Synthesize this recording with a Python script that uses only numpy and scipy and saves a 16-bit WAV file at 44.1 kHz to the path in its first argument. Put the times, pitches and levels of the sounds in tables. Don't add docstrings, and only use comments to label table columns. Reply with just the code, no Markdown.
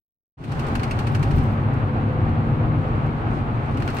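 import sys
import numpy as np
from scipy.fft import rfft, irfft, next_fast_len
from scipy.io import wavfile
from scipy.ndimage import map_coordinates

SR = 44100
rng = np.random.default_rng(int(sys.argv[2]) if len(sys.argv) > 2 else 0)


def log_audio(samples):
    frames = np.atleast_2d(samples).T
    limited = np.clip(frames, -1, 1)
    pcm = np.round(limited * 32767).astype(np.int16)
    wavfile.write(sys.argv[1], SR, pcm)


N = 176400

# pitch in Hz, likeness (1 the same, -1 opposite).
EAR_LIKENESS = [(100, 0.95), (350, 0.87), (450, 0.63), (750, 0.37), (930, .3), (1080, -0.64), (1400, -.4),
                (1900, -0.26), (2400, 0.47), (3400, -0.19), (4500, 0.066), (7000, -0.013)]
# pitch in Hz, left minus right in dB.
EAR_BALANCE = [(100, 0.3), (155, 3.5), (250, 0.5), (800, -0.5), (1100, 2), (1600, -0.5), (3100, 1),
               (4300, -4.5), (6000, -4), (9000, -2.5), (14000, -1.5)]
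# time in seconds, rumble level in dB, roar level in dB.
ROAD_LEVELS = [(.42, -20, -35), (.62, -22, -33), (1.1, -22.5, -33.5), (1.3, -20, -34), (1.6, -23.5, -33.5),
               (2.1, -22.5, -34), (2.55, -21.5, -34), (3.15, -23, -33.5), (3.65, -24.5, -34),
               (3.85, -20, -34), (4, -28.5, -32.5)]
# start in seconds, level in dB.
ROUGH_PATCHES = [(1.19, -25.5), (1.325, -15), (2.24, -24)]
# pitch in Hz, strength at that pitch in dB.
RUMBLE_COLOUR = [(15, -19), (30, -8.5), (55, -6), (72, -6), (92, -1), (125, 1.5), (155, -5.5), (185, -11),
                 (240, -7), (290, -11), (360, -13), (470, -27), (800, -59.5), (2500, -120)]
ROAR_COLOUR = [(60, -48), (200, -28.5), (420, -0.5), (620, -2.5), (780, 0.5), (970, -4.5), (1100, 0.5),
               (1400, -6), (1900, -12.5), (2600, -18), (3300, -26), (4500, -39.5), (7000, -65.5),
               (11000, -120)]
HISS_COLOUR = [(1500, -15.5), (2700, 8), (4200, 5), (5300, -6.5), (7200, -10.5), (8800, -8.5),
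               (10200, -18.5), (15500, -16)]
BOOM_COLOUR = [(15, -17), (40, -4.5), (62, -5.5), (88, 1), (130, -7.5), (170, -14), (240, -16), (400, -37),
               (1500, -120)]
TRIM_COLOUR = [(900, -15), (2300, 6.5), (3300, 3), (4400, -1), (5800, -6.5), (7200, -11), (8700, -8.5),
               (10500, -21), (13000, -21.5), (15500, -19)]
THIN_TAP_COLOUR = [(1500, -20), (4500, -5), (8000, 0), (10500, -3), (14000, 8), (16000, 4)]
KNOCK_COLOUR = [(300, -37), (900, -0.5), (1500, 10), (2000, 0.5), (2700, 5), (3400, -6.5), (4400, -6.5),
                (5600, -10), (7200, -16), (8700, -11), (10500, -25), (12300, -20), (15500, -31)]
# time in seconds, turns per second.
WHEEL_SPEED = [(.4, 12.7), (1.0, 12.6), (1.7, 12.22), (2.1, 12.37), (2.8, 12.62), (3.3, 12.65), (4, 12.6)]
# time in seconds, firings per second, level in dB.
ENGINE_PULL = [(.4, 142.2, -33.5), (1.7, 138.8, -29), (2.0, 144.3, -26), (2.3, 151, -27.5),
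               (2.8, 154.7, -23.5), (3.1, 151.1, -27.5), (3.3, 143, -43), (4, 140.9, -30.5)]
# multiple of the wheel or firing rate, level in dB.
TYRE_TONES = [(4, -40.5), (7, -41.5), (8, -33.5), (9, -32), (11, -36), (18, -37)]
ENGINE_TONES = [(1, -2), (2, -13), (3, -23.5), (4, -28)]
# time in seconds, level in dB.
TYRE_LEVELS = [(.5, -4.5), (1.2, 1), (1.7, 3), (2.7, 3), (3.3, -2), (4, -7)]
AXLE_LEVELS = [(1.5, -67), (1.9, -39), (2.15, -39.5), (2.45, -43), (2.8, -43.5), (3.3, -53.5)]
TRIM_LEVELS = [(.5, -46.5), (.7, -49.5), (1.0, -51), (1.25, -52), (1.39, -48), (1.47, -53.5), (1.62, -66),
               (2.7, -81.5), (2.88, -61.5), (3.0, -64), (3.15, -71.5), (3.37, -54), (3.44, -66.5),
               (3.7, -58), (3.85, -51.5), (4, -46)]
# pitch in Hz, level in dB, seconds to fade by 60 dB.
PART_TONES = [(1480, -2, 0.017), (1880, -2, 0.08), (2703, 2, .05), (2790, -7, 0.037), (3870, -10.5, 0.034),
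              (4233, -1.5, 0.076), (4600, -10.5, .05), (4900, -13, .05), (5860, -16.5, .05),
              (6600, -16.5, 0.065), (8350, -17, .05), (8870, -14, 0.055)]
# start in seconds, level in dB.
WHEEL_TICKS = [(0.4395, -36.5), (0.5176, -36), (0.5936, -36.5), (0.6668, -41.5), (0.7521, -32),
               (0.833, -32), (0.9108, -33), (0.9894, -33.5), (1.0694, -35.5), (1.1488, -33), (1.2275, -33),
               (1.309, -39.5), (1.3826, -42.5)]
THIN_TAPS = [(.558, -64.5), (.635, -64), (.716, -63), (.797, -59), (.875, -58), (.955, -57), (1.035, -63),
             (1.117, -50), (1.278, -54), (1.36, -45), (1.433, -49), (1.521, -52.5), (1.729, -60),
             (3.863, -51), (3.945, -44.5)]
# start in seconds, level in dB, treble tilt in dB per octave.
RATTLE_KNOCKS = [(0.684, -44, 2.5), (0.796, -34, -2), (.877, -46.5, 0), (1.194, -48, 1), (1.737, -51.5, 3),
                 (3.064, -52.5, 2), (3.332, -52, 0.5), (3.662, -49.5, -1.5), (3.711, -45.5, -2.5),
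                 (3.746, -43.5, -3.5), (3.7728, -37.5, 0), (3.8019, -42.5, 1), (3.823, -32.5, -3),
                 (3.877, -29.5, -2), (3.889, -33, -4), (3.902, -39, 0.5), (3.968, -34, 0.5),
                 (3.986, -35, -0.5)]

RUMBLE_DB, ROAR_DB, HISS_DB = -1.5, 2, -58
TICK_BOOST_DB, RATTLE_BOOST_DB, RING_DB = 3.5, 2.5, -13.5
BOUNCE_S, BOUNCE_DB = 0.0031, -1.5
CRACK_FADE_S, ECHO_FADE_S, ECHO_DB = 0.018, 0.086, -3
AXLE_TEETH = 41


def amp(db):
    return 10 ** (np.asarray(db) / 20)


def at_pitch(table, hz):
    pitches, values = np.transpose(table)
    return np.interp(np.log(hz + 1), np.log(pitches + 1), values)


def curves(table):
    times, *columns = np.transpose(table)
    return [np.interp(np.arange(N) / SR, times, column) for column in columns]


def wobble(rate):
    return map_coordinates(rng.standard_normal(2048), [np.arange(N) * rate / SR], mode="wrap")


def filtered(sound, gain_at):
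    length = sound.shape[-1]
    padded = next_fast_len(length + 8192)
    hz = np.fft.rfftfreq(padded, 1 / SR)
    return irfft(rfft(sound, padded) * gain_at(hz), padded)[..., :length]


def noise(colour, size=N):
    def gain_at(hz):
        spread = np.arccos(np.clip(at_pitch(EAR_LIKENESS, hz), -1, 1)) / 2
        return amp(at_pitch(colour, hz)) * [np.cos(spread), np.sin(spread)]

    shared, opposite = filtered(rng.standard_normal((2, size)), gain_at)
    ears = np.array([shared + opposite, shared - opposite])
    return ears / np.sqrt(np.mean(ears ** 2) + 1e-20)


def hum(rate, tones, drift, waver_db):
    angle = 2 * np.pi * np.cumsum(rate) / SR
    out = np.zeros(N)
    for multiple, db in tones:
        level = np.sqrt(2) * amp(db + waver_db * wobble(7))
        out += level * np.sin(multiple * angle + rng.uniform(0, 2 * np.pi) + drift * wobble(6))
    return out


def add(track, start_s, sound):
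    part = track[:, round(start_s * SR):][:, :sound.shape[-1]]
    part += sound[..., :part.shape[-1]]


def road():
    rumble_db, roar_db = curves(ROAD_LEVELS)
    rumble = amp(rumble_db + RUMBLE_DB + 1.15 * wobble(14)) * noise(RUMBLE_COLOUR)
    roar = amp(roar_db + ROAR_DB + 0.89 * wobble(40)) * noise(ROAR_COLOUR)
    hiss = amp(HISS_DB + 0.8 * wobble(25)) * noise(HISS_COLOUR)
    return rumble + roar + hiss


def bumps(rise_s=0.034):
    out = np.zeros((2, N))
    age = np.arange(SR // 2) / SR / rise_s
    swell = age * np.exp(1 - age)
    for start, db in ROUGH_PATCHES:
        add(out, start, amp(db) * swell * noise(BOOM_COLOUR, len(swell)))
    return out


def tyre_hum(wheel_rate):
    level_db, = curves(TYRE_LEVELS)
    return amp(level_db) * hum(wheel_rate, TYRE_TONES, drift=0.66, waver_db=2.0)


def engine_drone():
    firing_hz, level_db = curves(ENGINE_PULL)
    return amp(level_db) * hum(firing_hz, ENGINE_TONES, drift=0.75, waver_db=2.5)


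def axle_whine(wheel_rate):
    level_db, = curves(AXLE_LEVELS)
    return amp(level_db) * hum(wheel_rate, [(AXLE_TEETH, 0)], drift=0.4, waver_db=0.7)


def trim_buzz(flutter_db=1.0):
    level_db, = curves(TRIM_LEVELS)
    return amp(level_db + flutter_db * wobble(64)) * noise(TRIM_COLOUR)


def click(colour, rise_s=1e-5):
    t = np.arange(SR // 6) / SR
    rise = np.minimum(t / rise_s, 1)
    crack = amp(-60 * t / CRACK_FADE_S)
    echo = amp(ECHO_DB - 60 * t / ECHO_FADE_S)
    return rise * np.hypot(crack, echo) * noise(colour, len(t))


def knock(tilt_db=0):
    tilt = lambda hz: tilt_db * np.log2(hz / 3000)
    crack = click([(hz, db + tilt(hz)) for hz, db in KNOCK_COLOUR])
    t = np.arange(crack.shape[1]) / SR
    ring = np.zeros_like(crack)
    for hz, db, fade_s in PART_TONES:
        level = amp(db + tilt(hz) + rng.normal(0, 1.9) - 60 * t / fade_s)
        pitch = hz * rng.normal(1, 0.0022)
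        ear_phase = rng.random((2, 1))
        ring += level * np.sin(2 * np.pi * (pitch * t + ear_phase))
    return crack + amp(RING_DB) * ring


def ticking():
    out = np.zeros((2, N))
    for start, db in WHEEL_TICKS:
        add(out, start, amp(db + TICK_BOOST_DB) * knock())
        bounce_start = start + BOUNCE_S * rng.uniform(0.7, 1.5)
        add(out, bounce_start, amp(db + TICK_BOOST_DB + BOUNCE_DB) * knock())
    for start, db, tilt_db in RATTLE_KNOCKS:
        add(out, start, amp(db + RATTLE_BOOST_DB) * knock(tilt_db))
    for start, db in THIN_TAPS:
        add(out, start, amp(db) * click(THIN_TAP_COLOUR, rise_s=0.003))
    return out


def scene():
    wheel_rate, = curves(WHEEL_SPEED)
    background = road() + bumps() + tyre_hum(wheel_rate) + engine_drone() + axle_whine(wheel_rate)
    cabin = background + ticking() + trim_buzz()
    ear_share = np.array([[0.5], [-0.5]])
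    return filtered(cabin, lambda hz: amp(at_pitch(EAR_BALANCE, hz) * ear_share))


def record(dry):
    fade_start_s, fade_s, floor_db, top_hz = 0.37, 0.25, -101.5, 15830
    fade_in = np.clip((np.arange(N) / SR - fade_start_s) / fade_s, 0, 1) ** 0.91
    floor = amp(floor_db) * noise([(20, -9), (100, -14), (400, -25), (3000, -65)])
    return filtered(dry * fade_in + floor, lambda hz: hz < top_hz)


dry = scene()
out = record(dry)
log_audio(out)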